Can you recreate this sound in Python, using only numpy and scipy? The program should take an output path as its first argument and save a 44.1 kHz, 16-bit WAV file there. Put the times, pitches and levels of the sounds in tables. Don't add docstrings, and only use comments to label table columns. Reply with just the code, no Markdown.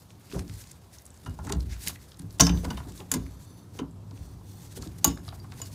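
import sys
import numpy as np
from scipy import signal
from scipy.io import wavfile
from scipy.ndimage import uniform_filter1d

SR = 44100
rng = np.random.default_rng(int(sys.argv[2]) if len(sys.argv) > 2 else 0)


def output_pcm(signal):
    pcm = np.clip(np.atleast_2d(signal).T, -1, 1) * 32767
    wavfile.write(sys.argv[1], SR, np.round(pcm).astype(np.int16))


def field_ratio(decibels):
    return 10 ** (np.asarray(decibels, dtype=float) / 20)


N = 253134


def rms_one(x):
    return x / np.sqrt(np.mean(x ** 2) + 1e-20)


def in_time(rows):
    time_s, value = np.transpose(rows)
    return np.interp(np.arange(N) / SR, time_s, value)


def drift(rate):
    r = np.exp(-80 * np.pi * rate / SR)
    slow = signal.lfilter([1], [1, -2 * r, r * r], rng.standard_normal(N // 40 + 2002))[2000:]
    return np.interp(np.arange(N) / 40, np.arange(len(slow)), rms_one(slow))


def ring(x, hz, t60):
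    r, w = field_ratio(-60 / (t60 * SR)), 2 * np.pi * hz / SR
    return signal.lfilter([0, np.sin(w)], [1, -2 * r * np.cos(w), r * r], x + 1e-18)


SPLIT = 0.013


def pair(force, hz, t60):
    upper = ring(force, hz * (1 + SPLIT), t60)
    lower = ring(force, hz * (1 - 0.44 * SPLIT), t60)
    return ring(force, hz, t60) + 0.17 * upper + 0.37 * lower


def band(x, hz, octaves, order):
    half = 2 ** (np.clip(octaves, 0.1, 3.5) / 2)
    edges = [hz / half, min(hz * half, 0.42 * SR)]
    return signal.sosfilt(signal.butter(order, edges, "band", fs=SR, output="sos"), x)


def colour(x, spectrum, patchy_db):
    out = 0
    hz, level_db = np.transpose(spectrum)
    edges = np.geomspace(hz[0], hz[-1], int(3 * np.log2(hz[-1] / hz[0])) + 2)
    for k, (low, high) in enumerate(zip(edges, edges[1:])):
        part = signal.sosfilt(signal.butter(2, [low, high], "band", fs=SR, output="sos"), x[k % 2])
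        part_db = np.interp(np.log(low * high) / 2, np.log(hz), level_db)
        out = out + part * field_ratio(part_db + patchy_db * drift(12.0))
    return rms_one(out)


def burst(t60, rise_s):
    t = np.arange(int(t60 * SR) + 8) / SR
    noise = rng.standard_normal(4410)[:len(t)]
    puff = noise * field_ratio(-60 * t / t60) * (1 - np.exp(-t / rise_s))
    return puff / np.abs(puff).max()


def grains(per_s, spread_db):
    sizes = field_ratio(spread_db * np.minimum(rng.exponential(1, (2, N)), 5)) * rng.choice([-1, 1], (2, N))
    slips = sizes * (rng.random(N) < per_s * field_ratio(5 * drift(25)) / SR)
    return rms_one(slips) + rng.standard_normal((2, N))


def resonant(modes):
    force = rng.standard_normal(N + SR)
    rings = [field_ratio(db) * rms_one(ring(force, hz, 3.1 / width_hz)) for hz, width_hz, db in modes]
    return rms_one(sum(rings)[SR:])


def sing(hz, width_hz, size):
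    r = np.exp(-np.pi * width_hz / SR)
    sway = signal.lfilter([1], [1, -2 * r, r * r], rng.standard_normal((2, size + 2000)))[:, 2000:]
    phase = 2 * np.pi * np.cumsum(hz * np.ones(size)) / SR
    return rms_one(sway[0] * np.cos(phase) + sway[1] * np.sin(phase))


def add(out, s, sound):
    i = round(s * SR)
    out[i:i + len(sound)] += sound[:N - i]


def grit(rows, trim_db, t60, rise_s):
    out = np.zeros(N)
    for s, level_db, hz, octaves in rows:
        puff = band(np.pad(burst(t60, rise_s), (0, 600)), hz, octaves, order=2)
        add(out, s, field_ratio(level_db + trim_db) * puff / np.abs(puff).max())
    return out


# pitch_hz, density_db_per_hz
HUM = [(15, -53.5), (25, -21), (85, -4.5), (177, -13), (584, -24), (1120, -25.5), (1830, -41),
       (2150, -39.5), (3910, -38), (6910, -40.5), (7710, -40), (14400, -45.5), (16500, -58)]
HUM_DB = -54


def room_hum():
    return field_ratio(HUM_DB) * colour(rng.standard_normal((2, N)), HUM, patchy_db=1.5)


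ROOM_T60_S, WALL_CUT_HZ, ROOM_DB = 0.2, 2700, -11.5


def room(x):
    out, dull = np.zeros(N), np.exp(-2 * np.pi * WALL_CUT_HZ / SR)
    for k, lag in enumerate((rng.uniform(0.0074, 0.032, 8) * SR).astype(int)):
        loop, gain, state = x.copy(), field_ratio(-60 * lag / SR / ROOM_T60_S), [0.]
        for i in range(lag, N, lag):
            back, state = signal.lfilter([gain * (1 - dull)], [1, -dull], loop[i - lag:i], zi=state)
            loop[i:i + lag] += back[:N - i]
        out += (loop - x) * (-1) ** k
    return out


# start_s, level_db, weight_db
PUSHES = [(0.368, -32, -6), (0.46, -53, 10), (1.284, -41.5, 9.5), (1.46, -34, -4.5), (1.548, -33, 5),
          (1.67, -51.5, 23.5), (1.87, -43.5, -12), (2.24, -44.5, 5), (2.422, -36, -1), (2.537, -29.5, 2.5),
          (2.68, -32.5, -0.5), (2.871, -41, -10), (3.009, -44.5, -20.5), (3.159, -32.5, -1.5),
          (3.819, -38, -11), (4.2, -47.5, 11.5), (4.8, -41, 0), (5.079, -32, -4.5), (5.18, -48, -9)]
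# time_s, level_db
LEAN = [
    (0.0, -62.5),
    (1.2, -66),
    (3.7, -52),
    (4.25, -50.5),
    (4.6, -50),
    (5.74, -47),
]
PUSH_RISE_DB_PER_S = 349.5


def pushed(weight_share, fall_db_per_s, lag_s, lean_db):
    t, power = np.arange(0, N + 64, 64) / SR, 0
    for s, level_db, weight_db in PUSHES:
        since = t - s - lag_s
        shape_db = np.minimum(PUSH_RISE_DB_PER_S * since, -fall_db_per_s * since)
        power = power + field_ratio(level_db + weight_share * weight_db + shape_db) ** 2
    return np.sqrt(np.interp(np.arange(N) / SR, t, power) + field_ratio(in_time(LEAN) + lean_db) ** 2)


# pitch_hz, width_hz, level_db
BOOM = [(64, 16, 8.5), (52, 14, -13)]
# pitch_hz, width_hz, level_db
PANEL = [(177.6, 18, 2), (232, 83, -1.5), (280, 27, -5), (345.4, 23, -10.5)]
# pitch_hz, width_hz, level_db
DRONE_MODES = [(100.6, 11, 4), (117.8, 19, 0.5), (143, 19, -5)]
# pitch_hz, density_db_per_hz
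CREAK = [(240, -36.5), (400, -6.5), (536, -20), (654, 3.5), (793, 1), (870, 6), (2200, -32.5),
         (2860, -46.5), (4840, -120)]
BOOM_FALL_DB_PER_S, PANEL_FALL_DB_PER_S, DRONE_FALL_DB_PER_S, CREAK_FALL_DB_PER_S = 70.5, 121.5, 52, 250.5
BOOM_LAG_S, DRONE_WEIGHT_SHARE = 0.0091, 0.36


def frame():
    creak = colour(grains(400, spread_db=2.5), CREAK, patchy_db=1.5)
    creak = pushed(-0.4, CREAK_FALL_DB_PER_S, 0, lean_db=-1.5) * creak
    boom = pushed(0.8, BOOM_FALL_DB_PER_S, BOOM_LAG_S, lean_db=-9.5) * resonant(BOOM)
    panel = pushed(0, PANEL_FALL_DB_PER_S, 0, lean_db=-2.0) * resonant(PANEL)
    drone = pushed(DRONE_WEIGHT_SHARE, DRONE_FALL_DB_PER_S, 0, lean_db=10.0) * resonant(DRONE_MODES)
    return boom + field_ratio(-1.0) * panel + field_ratio(-6.5) * drone + field_ratio(-17.0) * creak


# pitch_hz, density_db_per_hz
GLOVE = [(710, -41.5), (1200, -15), (1540, 4.5), (3110, -2), (3880, 1.5), (8920, 0.5), (15100, -4),
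         (16000, -13), (16500, -35)]
# time_s, level_db
RUSTLE = [(0.0, -72.5), (0.3, -51), (0.5, -55.5), (0.77, -59.5), (1.6, -53.5), (2.39, -59.5), (2.59, -42),
          (2.93, -56.5), (3.2, -53.5), (3.6, -61), (4.0, -75.5), (4.15, -54.5), (4.48, -65), (4.72, -61),
          (5.13, -52.5), (5.53, -57), (5.74, -53)]
# middle_s, length_s, level_db,
# centre_hz
STROKES = [(0.007, 0.14, -55.5, 8000), (0.11, 0.046, -56, 5100), (0.338, 0.092, -47.5, 5860),
           (0.403, 0.049, -48, 5170), (0.562, 0.15, -49, 7250), (0.656, 0.167, -54, 4970),
           (0.947, 0.048, -47.5, 5560), (1.238, 0.014, -52, 4550), (1.455, 0.055, -48, 5220),
           (1.728, 0.064, -39.5, 2900), (1.827, 0.056, -37.5, 8100), (1.881, 0.059, -29.5, 7040),
           (1.945, 0.06, -50, 8360), (2.02, 0.037, -59, 10000), (2.094, 0.03, -55, 10000),
           (2.31, 0.016, -56, 5700), (2.338, 0.041, -56, 10500), (2.606, 0.048, -67, 12000),
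           (3.585, 0.037, -62, 10000), (4.51, 0.14, -54, 9000), (5.272, 0.016, -57, 8500),
           (2.784, 0.047, -47, 2975), (2.896, 0.032, -45, 6800), (2.982, 0.088, -48, 6980),
           (3.43, 0.052, -52, 7580), (3.76, 0.057, -49, 6170), (4.638, 0.12, -48.5, 6300),
           (4.724, 0.045, -47.5, 5740), (4.77, 0.039, -39, 6300), (4.839, 0.1, -48, 5500),
           (4.988, 0.015, -44, 6470), (5.269, 0.021, -53, 3980), (5.351, 0.032, -50.5, 7880),
           (5.596, 0.12, -47.5, 5500), (5.672, 0.043, -48, 7050), (5.737, 0.046, -46, 6000),
           (2.443, 0.093, -37.5, 9500), (3.156, 0.07, -48, 4500), (5.082, 0.08, -41, 3200)]
# middle_s, level_db
SKIDS = [
    (1.268, -47),
    (1.498, -37.5),
    (2.65, -36.5),
    (2.71, -36.5),
    (3.797, -43),
]
SKID_S, SKID_HZ = 0.017, 3260
TICK_RUB_DB, TICK_RUB_S, TICK_RUB_HZ = -18.5, 0.012, 6000


def glove():
    cloth = colour(grains(2500, spread_db=2.5), GLOVE, patchy_db=1.5)
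    held = sum(ring(cloth, hz, 0.03608) for hz in CUTTER_HZ[2:-2])
    cloth = rms_one(cloth + field_ratio(-20.5) * rms_one(held))
    out = field_ratio(in_time(RUSTLE) - 7.5 + 2.5 * drift(30)) * cloth
    slips = [(s, TICK_RUB_S, db + TICK_RUB_DB, np.sqrt(TICK_RUB_HZ * hz)) for s, db, hz, _ in TICKS]
    skids = [(s, SKID_S, db, SKID_HZ) for s, db in SKIDS]
    for s, length_s, level_db, hz in STROKES + slips + skids:
        t = np.arange(-2 * length_s, 2 * length_s, 1 / SR)
        t = t[(s + t > 0) & (s + t < (N - 2) / SR)]
        i = round((s + t[0]) * SR)
        rub = rms_one(band(cloth[i:i + len(t)], hz, 2.485, order=1))
        swell_db = -55.0 * (t[:len(rub)] / length_s) ** 2
        add(out, s + t[0], field_ratio(level_db - 6.5 + swell_db) * rub)
    return out


# start_s, end_s, level_db, pitch_ratio
SLIDES = [
    (3.2, 3.65, -70.5, 1.0),
    (4.14, 4.345, -71, 0.975),
    (4.43, 4.76, -71.5, 0.975),
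]
# pitch_hz, width_hz, level_db
SUNG = [(3600, 200, -5), (4480, 420, -2), (6050, 240, -1), (7300, 300, -10)]
# time_s, pitch_hz
HOLLOW = [(3.2, 10100), (3.33, 11300), (3.44, 11350), (3.5, 10600), (3.58, 10050), (4.14, 8150),
          (4.2, 8600), (4.27, 8050), (4.315, 8600), (4.385, 7500), (4.44, 8350), (4.49, 8550), (4.55, 8200),
          (4.61, 8500), (4.68, 8550), (4.78, 8250)]
# pitch_ratio, level_db
HOLLOW_MODES = [(1, 0), (1.065, -5), (1.46, -8), (1.83, -5)]
SLIDE_EDGE_S, HOLLOW_WIDTH_HZ, HOLLOW_DB = 0.03, 190, -2.5


def slides():
    out, size = np.zeros(N), 3 * SR // 4
    hollow_hz = uniform_filter1d(in_time(HOLLOW), SR // 60)
    t = np.arange(size) / SR
    for start_s, end_s, level_db, ratio in SLIDES:
        i = round((start_s - SLIDE_EDGE_S) * SR)
        path_hz = hollow_hz[i:i + size]
        tone = sum(field_ratio(HOLLOW_DB + db) * sing(k * path_hz, HOLLOW_WIDTH_HZ, size) for k, db in HOLLOW_MODES)
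        tone += sum(field_ratio(db) * sing(hz * ratio, width_hz, size) for hz, width_hz, db in SUNG)
        left_s = end_s - start_s + 2 * SLIDE_EDGE_S - t
        swell = np.clip(np.minimum(t, left_s) / (2 * SLIDE_EDGE_S), 0, 1)
        add(out, i / SR, field_ratio(level_db) * swell * tone)
    return out


# start_s, level_db, pitch_hz, t60_s
THUDS = [(0.345, -37, 210, 0.18), (0.362, -28, 387, 0.089), (1.275, -28, 152.6, 0.28),
         (1.389, -37, 181, 0.24), (1.504, -27.5, 403, 0.13), (1.56, -26.5, 142, 0.182),
         (2.199, -30.5, 165.5, 0.13), (2.405, -14.5, 165, 0.17), (2.42, -10.5, 172.6, 0.25),
         (2.648, -32, 263, 0.17), (2.708, -30.5, 148, 0.33), (3.125, -29, 269.2, 0.42),
         (3.164, -18, 267, 0.075), (3.796, -24.5, 439, 0.0444), (3.817, -21.5, 276.3, 0.088),
         (4.769, -38.5, 381, 0.115), (4.83, -44.5, 137, 0.228), (5.055, -25.5, 159.4, 0.13),
         (5.074, -18, 280, 0.15),
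         (0.334, -30, 408, 0.13), (0.35, -33, 520, 0.09), (0.5, -31, 98.6, 0.47), (1.278, -26, 94.53, 0.21),
         (1.412, -31.5, 85, 0.55), (2.231, -28.5, 102, 0.31), (2.5, -15.5, 173, 0.36),
         (2.72, -34.5, 204.4, 0.28), (3.0, -38.5, 391, 0.071), (3.149, -30, 302, 0.14),
         (3.5, -47.5, 248.3, 0.14), (4.13, -39.5, 280, 0.12), (4.869, -37, 186, 0.139),
         (2.404, -17.5, 322, 0.074), (2.418, -14, 281.4, 0.29), (4.866, -34.5, 300, 0.087),
         (5.06, -22, 334.2, 0.057)]
# start_s, level_db, pitch_hz, t60_s
SWAYS = [
    (1.533, -22, 63.1, 0.74),
    (2.417, -19, 64, 0.34),
    (2.50, -14.5, 64, 0.17),
]


def thuds():
    out, push = np.zeros(N), np.pad(np.hanning(SR // 400), (0, SR // 2))
    for s, level_db, hz, t60 in THUDS + SWAYS:
        t60 = np.clip(t60, 0.03, 0.6)
        body = ring(push, hz, t60) + 0.45 * ring(push, 1.6 * hz, 0.48 * t60)
        add(out, s, field_ratio(level_db - 1.0) * body / np.abs(body).max())
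    return out


# start_s, level_db, pitch_hz
TAPS = [(0.344, -36, 1095), (0.353, -34, 447), (1.269, -46, 990), (1.4738, -31, 1010), (1.862, -38, 704),
        (1.894, -32.5, 935), (2.634, -30.5, 472), (2.802, -33.5, 940), (3.006, -37.5, 570),
        (3.751, -39.5, 500), (4.113, -43.5, 660), (4.774, -32.5, 520), (4.827, -35.5, 990),
        (4.859, -35.5, 468), (5.28, -33.5, 854), (5.324, -34.5, 890), (5.443, -41.5, 880),
        (5.525, -40.5, 905), (5.601, -35, 550)]


def taps():
    rows = [(s, level_db, hz, 1.1) for s, level_db, hz in TAPS]
    return grit(rows, trim_db=-3.5, t60=0.045, rise_s=0.00029)


# start_s, level_db, pitch_hz, width_octaves
FLECKS = [(0.298, -45, 2500, 0.58), (0.315, -36, 1500, 1.9), (0.3235, -38, 1180, 0.88),
          (0.3925, -35, 1500, 1.16), (0.479, -40, 4800, 0.92), (1.218, -50, 5500, 1.02),
          (1.249, -43, 6000, 1.15), (1.296, -41.5, 6540, 1.04), (1.389, -45, 6540, 0.7),
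          (1.448, -39, 900, 1.64), (1.470, -33.5, 6800, .7), (1.484, -45, 2200, 1.2),
          (1.494, -36, 1780, 0.37), (1.499, -28, 840, 0.41), (1.522, -25, 1500, 3.2),
          (1.533, -35, 4300, 0.59), (2.144, -46, 4550, 0.48), (2.171, -43, 7500, 0.82),
          (2.196, -35.5, 3000, 4), (2.219, -41, 6000, 1.8), (2.267, -52.5, 13650, 0.41),
          (2.3066, -39, 5320, 0.75), (2.316, -49, 11100, .9), (2.326, -41, 13000, 0.76),
          (2.386, -38, 6000, 1.06), (2.574, -34, 3500, 1.28), (2.63, -43, 10870, 0.74),
          (3.32, -46, 5000, 1.8), (3.45, -43.5, 8000, 0.67), (3.585, -52, 8433, 1.22),
          (3.91, -49.5, 8010, 0.49), (4.11, -43, 3530, 1.26), (5.158, -44, 9060, 0.74),
          (5.175, -38, 5000, 1.3), (5.25, -43, 4134, 0.73), (0.105, -42.5, 3000, 1.7),
          (0.198, -49, 12000, .7), (0.672, -41, 7000, .8), (2.977, -36, 5000, .8)]


def flecks():
    return grit(FLECKS, trim_db=-1.5, t60=0.012, rise_s=1e-4)


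# start_s, level_db, pitch_hz, width_octaves
TICKS = [(0.3242, -33, 3260, 0.98), (0.393, -29, 4130, 1.6), (0.496, -33.5, 2090, 2.1),
         (0.613, -43, 6960, 0.65), (0.64, -39.5, 3960, 1.4), (0.7148, -32, 8280, 0.83),
         (0.985, -36.5, 5470, 0.49), (1.4489, -39, 6660, 0.53), (1.4685, -41, 1900, 0.6),
         (1.5229, -18, 5000, 1.5), (1.6052, -34, 4540, 0.4), (1.7652, -41.5, 1640, 2.6),
         (1.8739, -14.5, 4030, 2.14), (1.8823, -15.5, 8900, 1.4), (1.9583, -38, 1950, 0.62),
         (2.1183, -39, 3980, 0.77), (2.193, -32, 9000, 0.43), (2.921, -38.5, 5370, 2),
         (3.0031, -34.5, 2920, 0.73), (3.265, -39.5, 1620, 1.4), (4.176, -44.5, 2580, 0.82),
         (4.773, -34, 8930, 6.1), (4.823, -31, 4900, 0.78), (4.873, -37, 4500, 1.04),
         (5.1735, -39, 1530, 0.51), (5.2793, -37, 4620, 0.34), (5.288, -31.5, 3800, 0.65),
         (5.521, -35.5, 1840, 2.6), (5.659, -34.5, 5050, 0.66)]
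# start_s, level_db, pitch_hz, width_octaves
CHIPS = [
    (5.0466, -3, 8400, 1.6),
    (2.3995, -17, 15000, 1),
    (2.4035, -19, 9000, 2),
]
# start_s, level_db
SCREW = [
    (1.0198, -42),
    (1.054, -37.5),
    (1.064, -35.5),
    (1.1039, -41),
    (1.142, -45),
    (1.174, -43),
]
SCREW_TOP_HZ, SCREW_END_HZ, SCREW_SINK_S, SCREW_OCTAVES = 11800, 6370, 0.046, 0.59


def ticks():
    screw = []
    for s, level_db in SCREW:
        sink = np.exp((SCREW[0][0] - s) / SCREW_SINK_S)
        screw.append((s, level_db, SCREW_END_HZ + (SCREW_TOP_HZ - SCREW_END_HZ) * sink, SCREW_OCTAVES))
    return grit(TICKS + CHIPS + screw, trim_db=-1.5, t60=0.014, rise_s=1e-4)


# pitch_hz, width_hz, level_db, t60_s
SNAP_SHIVER = [(2900, 260, 0, .25), (3630, 120, -6, 0.31), (4890, 155, -14, 0.22), (5230, 200, -6, 0.39),
               (6470, 153, -14, 0.46), (6700, 150, -1, 0.36), (7300, 143, -12, 0.32), (9200, 200, -2, .15),
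               (12070, 108, -6, 0.234), (15100, 150, -8, 0.21)]
# pitch_hz, width_hz, level_db, t60_s
BLOW_SHIVER = [(635, 56, -1, 0.16), (1640, 120, -4, 0.35), (2090, 150, -8, 0.17), (3020, 170, -4, 0.28),
               (3720, 110, -3.5, 0.25), (4760, 200, -3.5, 0.34), (5500, 230, -3.5, 0.33),
               (6270, 250, -2, 0.36), (7450, 250, -6, .25), (8950, 250, -8, 0.28), (14040, 300, -13, .25)]
# start_s, level_db
SNAP_SHIVERS = [
    (3.145, -56),
    (5.05, -41.5),
]
BLOW_SHIVERS = [
    (2.411, -33.5),
]


def shivers():
    out, size = np.zeros(N), SR // 2
    t = np.arange(size) / SR
    for blows, modes in ((SNAP_SHIVERS, SNAP_SHIVER), (BLOW_SHIVERS, BLOW_SHIVER)):
        for s, level_db in blows:
            body = sum(field_ratio(db - 60 * t / t60) * sing(hz, width_hz, size) for hz, width_hz, db, t60 in modes)
            add(out, s, field_ratio(level_db) * (1 - np.exp(-t / 0.0028)) * body)
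    return out


# start_s, level_db, pitch_hz, t60_s
PINGS = [(2.399, -23, 700, 0.08), (2.41, -38, 6095, 0.6), (5.174, -47, 1600, 0.025),
         (1.262, -51, 2870, 0.14), (2.450, -21, 5420, 0.045), (5.047, -22, 868.4, 0.077),
         (5.049, -24, 1128, 0.095), (5.4, -45, 4730, 0.053), (2.4072, -6, 5700, .035),
         (2.4075, -19, 4900, .025), (2.408, -13, 6750, .03), (2.409, -31, 3044, 0.17),
         (2.4075, -20, 9000, .05), (2.422, -21.5, 6335, .07), (2.4675, -16, 5250, .035),
         (3.1166, -15.5, 6820, .025), (3.1165, -25.5, 10060, .04), (3.1165, -26, 10870, .04),
         (5.0445, -13, 6530, .04), (5.078, -23, 6930, 0.044)]


def pings():
    out, touch = np.zeros(N), np.pad(np.hanning(5), (0, SR // 3))
    for s, level_db, hz, t60 in PINGS:
        body = ring(touch, hz, t60) + 0.25 * ring(touch, hz * (1 + SPLIT), 0.5 * t60)
        add(out, s, field_ratio(level_db) * body / np.abs(body).max())
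    return out


def struck(hits, hz, modes, trim_db, rattle_db, rattle_s, rise_s):
    out, hz, (mode_db, t60) = np.zeros(N), np.array(hz), np.transpose(modes)
    for s, level_db, favoured_hz, fall_db, free in hits:
        buzz = burst(0.091, 0.0037)
        force = field_ratio(rattle_db) * np.pad(burst(rattle_s, rise_s), (0, SR // 4))
        force[:len(buzz)] += field_ratio(rattle_db - 19.5) * buzz
        force[round(rise_s * SR)] += 1
        share_db = mode_db - max(fall_db, 0) * np.abs(np.log2(hz / favoured_hz))
        decays = t60 * np.clip(free, 0.05, 1.2)
        body = sum(g * pair(force, f, t) for g, f, t in zip(field_ratio(share_db), hz, decays))
        add(out, s, field_ratio(level_db + trim_db) * body / np.abs(body).max())
    return out


def cracks(hits, trim_db, tail_db, tail_s):
    out = np.zeros(N)
    for s, level_db, favoured_hz, _, _ in hits:
        add(out, s, field_ratio(level_db + trim_db) * band(burst(0.024, 0.00045), favoured_hz, 1.7, order=1))
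        add(out, s, field_ratio(level_db + tail_db) * band(burst(tail_s, 0.00092), favoured_hz, 2.1, order=1))
    return out


# start_s, level_db, wood_knock_db, favoured_hz, fall_db_per_octave
PIPE_HITS = [(1.26, -40, -38.5, 3600, 8), (1.3857, -66, -40, 2410, -3), (1.4981, -47, -41, 6400, 9),
             (1.5231, -27.5, -37.5, 4600, 3), (2.3967, -13, -21, 3100, 3), (2.4016, -12, -25, 6770, 15),
             (2.408, -3, -31, 6340, 31), (2.467, -17.5, -32, 5020, 14), (2.4933, -23, -38.5, 3270, 22),
             (2.6436, -39, -34.5, 4760, 7), (2.7042, -28, -36.5, 2900, 10), (2.772, -34.5, -41.5, 3440, 24),
             (3.7888, -33.5, -37.5, 2850, 11.5)]
# start_s, level_db, wood_knock_db, favoured_hz, free_ring_0_to_1
SNAPS = [
    (3.1152, -13, -37.5, 6600, 0.23),
    (3.123, -28, -52, 9000, 0),
    (3.1375, -21, -35, 2640, 0),
    (3.1394, -16, -39, 6770, 0.02),
    (3.1443, -25, -48, 6860, 0.17),
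    (3.1502, -38, -56, 4760, 0.98),
    (5.0432, -6.5, -26.5, 7340, 0.66),
    (5.078, -27.5, -52, 6870, 0.9),
    (5.6159, -26.5, -48.5, 6400, 1.0),
]
PIPE_HZ = [1626, 2100, 2853, 3045, 3620, 4755, 5250, 5800, 6095, 6352, 6790, 7250, 8770, 10900]
CUTTER_HZ = [2019, 2950, 3924, 4820, 5230, 6550, 6975, 7120, 7892, 8780, 9800, 10850, 12070, 13960]
STUD_HZ = [680, 880, 1013, 1070, 1314]
# level_db, t60_s
PIPE = [(-15.5, 0.036), (-12, 0.07), (-11.5, 0.1), (-5, 0.12), (0, 0.033), (-3, 0.09), (-7.5, .07),
        (3, 0.039), (-23, 0.55), (-0.5, 0.073), (-2.5, 0.035), (-37, 0.19), (-11, 0.08), (-20, .08)]
CUTTER = [(-20, 0.062), (-3, 0.09), (-9, 0.145), (2, 0.056), (-20, 0.12), (-22, 0.053), (12.5, 0.052),
          (-20, 0.534), (-27, .05), (0.5, 0.047), (-6, 0.02), (-5, 0.044), (1, 0.08), (-16.5, 0.064)]
KNOCK = [(-3, 0.024), (-6, 0.026), (2.5, 0.025), (-20, 0.15), (0.5, 0.012)]
FREE_AT_FULL, FREE_PER_DB, FREE_LEAST = 0.7, 0.02, 0.2
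SNAP_FALL_DB = 1.5


def metal():
    pipe = [(s, db, hz, fall_db, max(FREE_AT_FULL + FREE_PER_DB * db, FREE_LEAST))
            for s, db, _, hz, fall_db in PIPE_HITS]
    snap = [(s, db, hz, SNAP_FALL_DB, free) for s, db, _, hz, free in SNAPS]
    knocks = [(row[0] + 0.002035, row[2], 900, 0, 0.8) for row in PIPE_HITS + SNAPS]
    out = struck(pipe, PIPE_HZ, PIPE, trim_db=2.5, rattle_db=-9.0, rattle_s=0.027, rise_s=7e-4)
    out += struck(snap, CUTTER_HZ, CUTTER, trim_db=-1.0, rattle_db=-15.0, rattle_s=0.058, rise_s=0.00082)
    out += cracks(pipe, trim_db=-3.5, tail_db=-19, tail_s=0.031)
    out += cracks(snap, trim_db=3.5, tail_db=-13, tail_s=0.021)
    out += struck(knocks, STUD_HZ, KNOCK, trim_db=7.0, rattle_db=-4.5, rattle_s=0.044, rise_s=0.00303)
    return out


def scene():
    blows = metal() + pings() + ticks() + taps() + thuds()
    background = room_hum() + field_ratio(ROOM_DB) * room(blows) + frame()
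    rustle = glove()
    sung = slides()
    loose = shivers() + flecks()
    sung = sung * field_ratio(1.2 * drift(12))
    return (background + rustle + sung + loose + blows)[None]


def low_pass(x):
    return signal.sosfilt(signal.butter(12, 16640, fs=SR, output="sos"), x)


MIC_LOW_HZ, CUTOFF_HZ = 56, 15900
QUIET_TOP_HZ, TOP_OPENS_DB = 15850, -58


def record(dry):
    thin = signal.sosfilt(signal.butter(3, MIC_LOW_HZ, "high", fs=SR, output="sos"), dry)
    cut = signal.sosfilt(signal.cheby2(8, 30, CUTOFF_HZ * 1.04, fs=SR, output="sos"), thin)
    body = signal.sosfiltfilt(signal.cheby2(10, 30, QUIET_TOP_HZ * 1.01, fs=SR, output="sos"), cut)
    top = cut - body
    top_level = uniform_filter1d(np.abs(top), 1024) / field_ratio(TOP_OPENS_DB)
    mix = np.clip(body + top * np.clip(top_level - 1, 0, 1), -1, 1)
    return low_pass(mix)


dry = scene()
out = record(dry)
output_pcm(out)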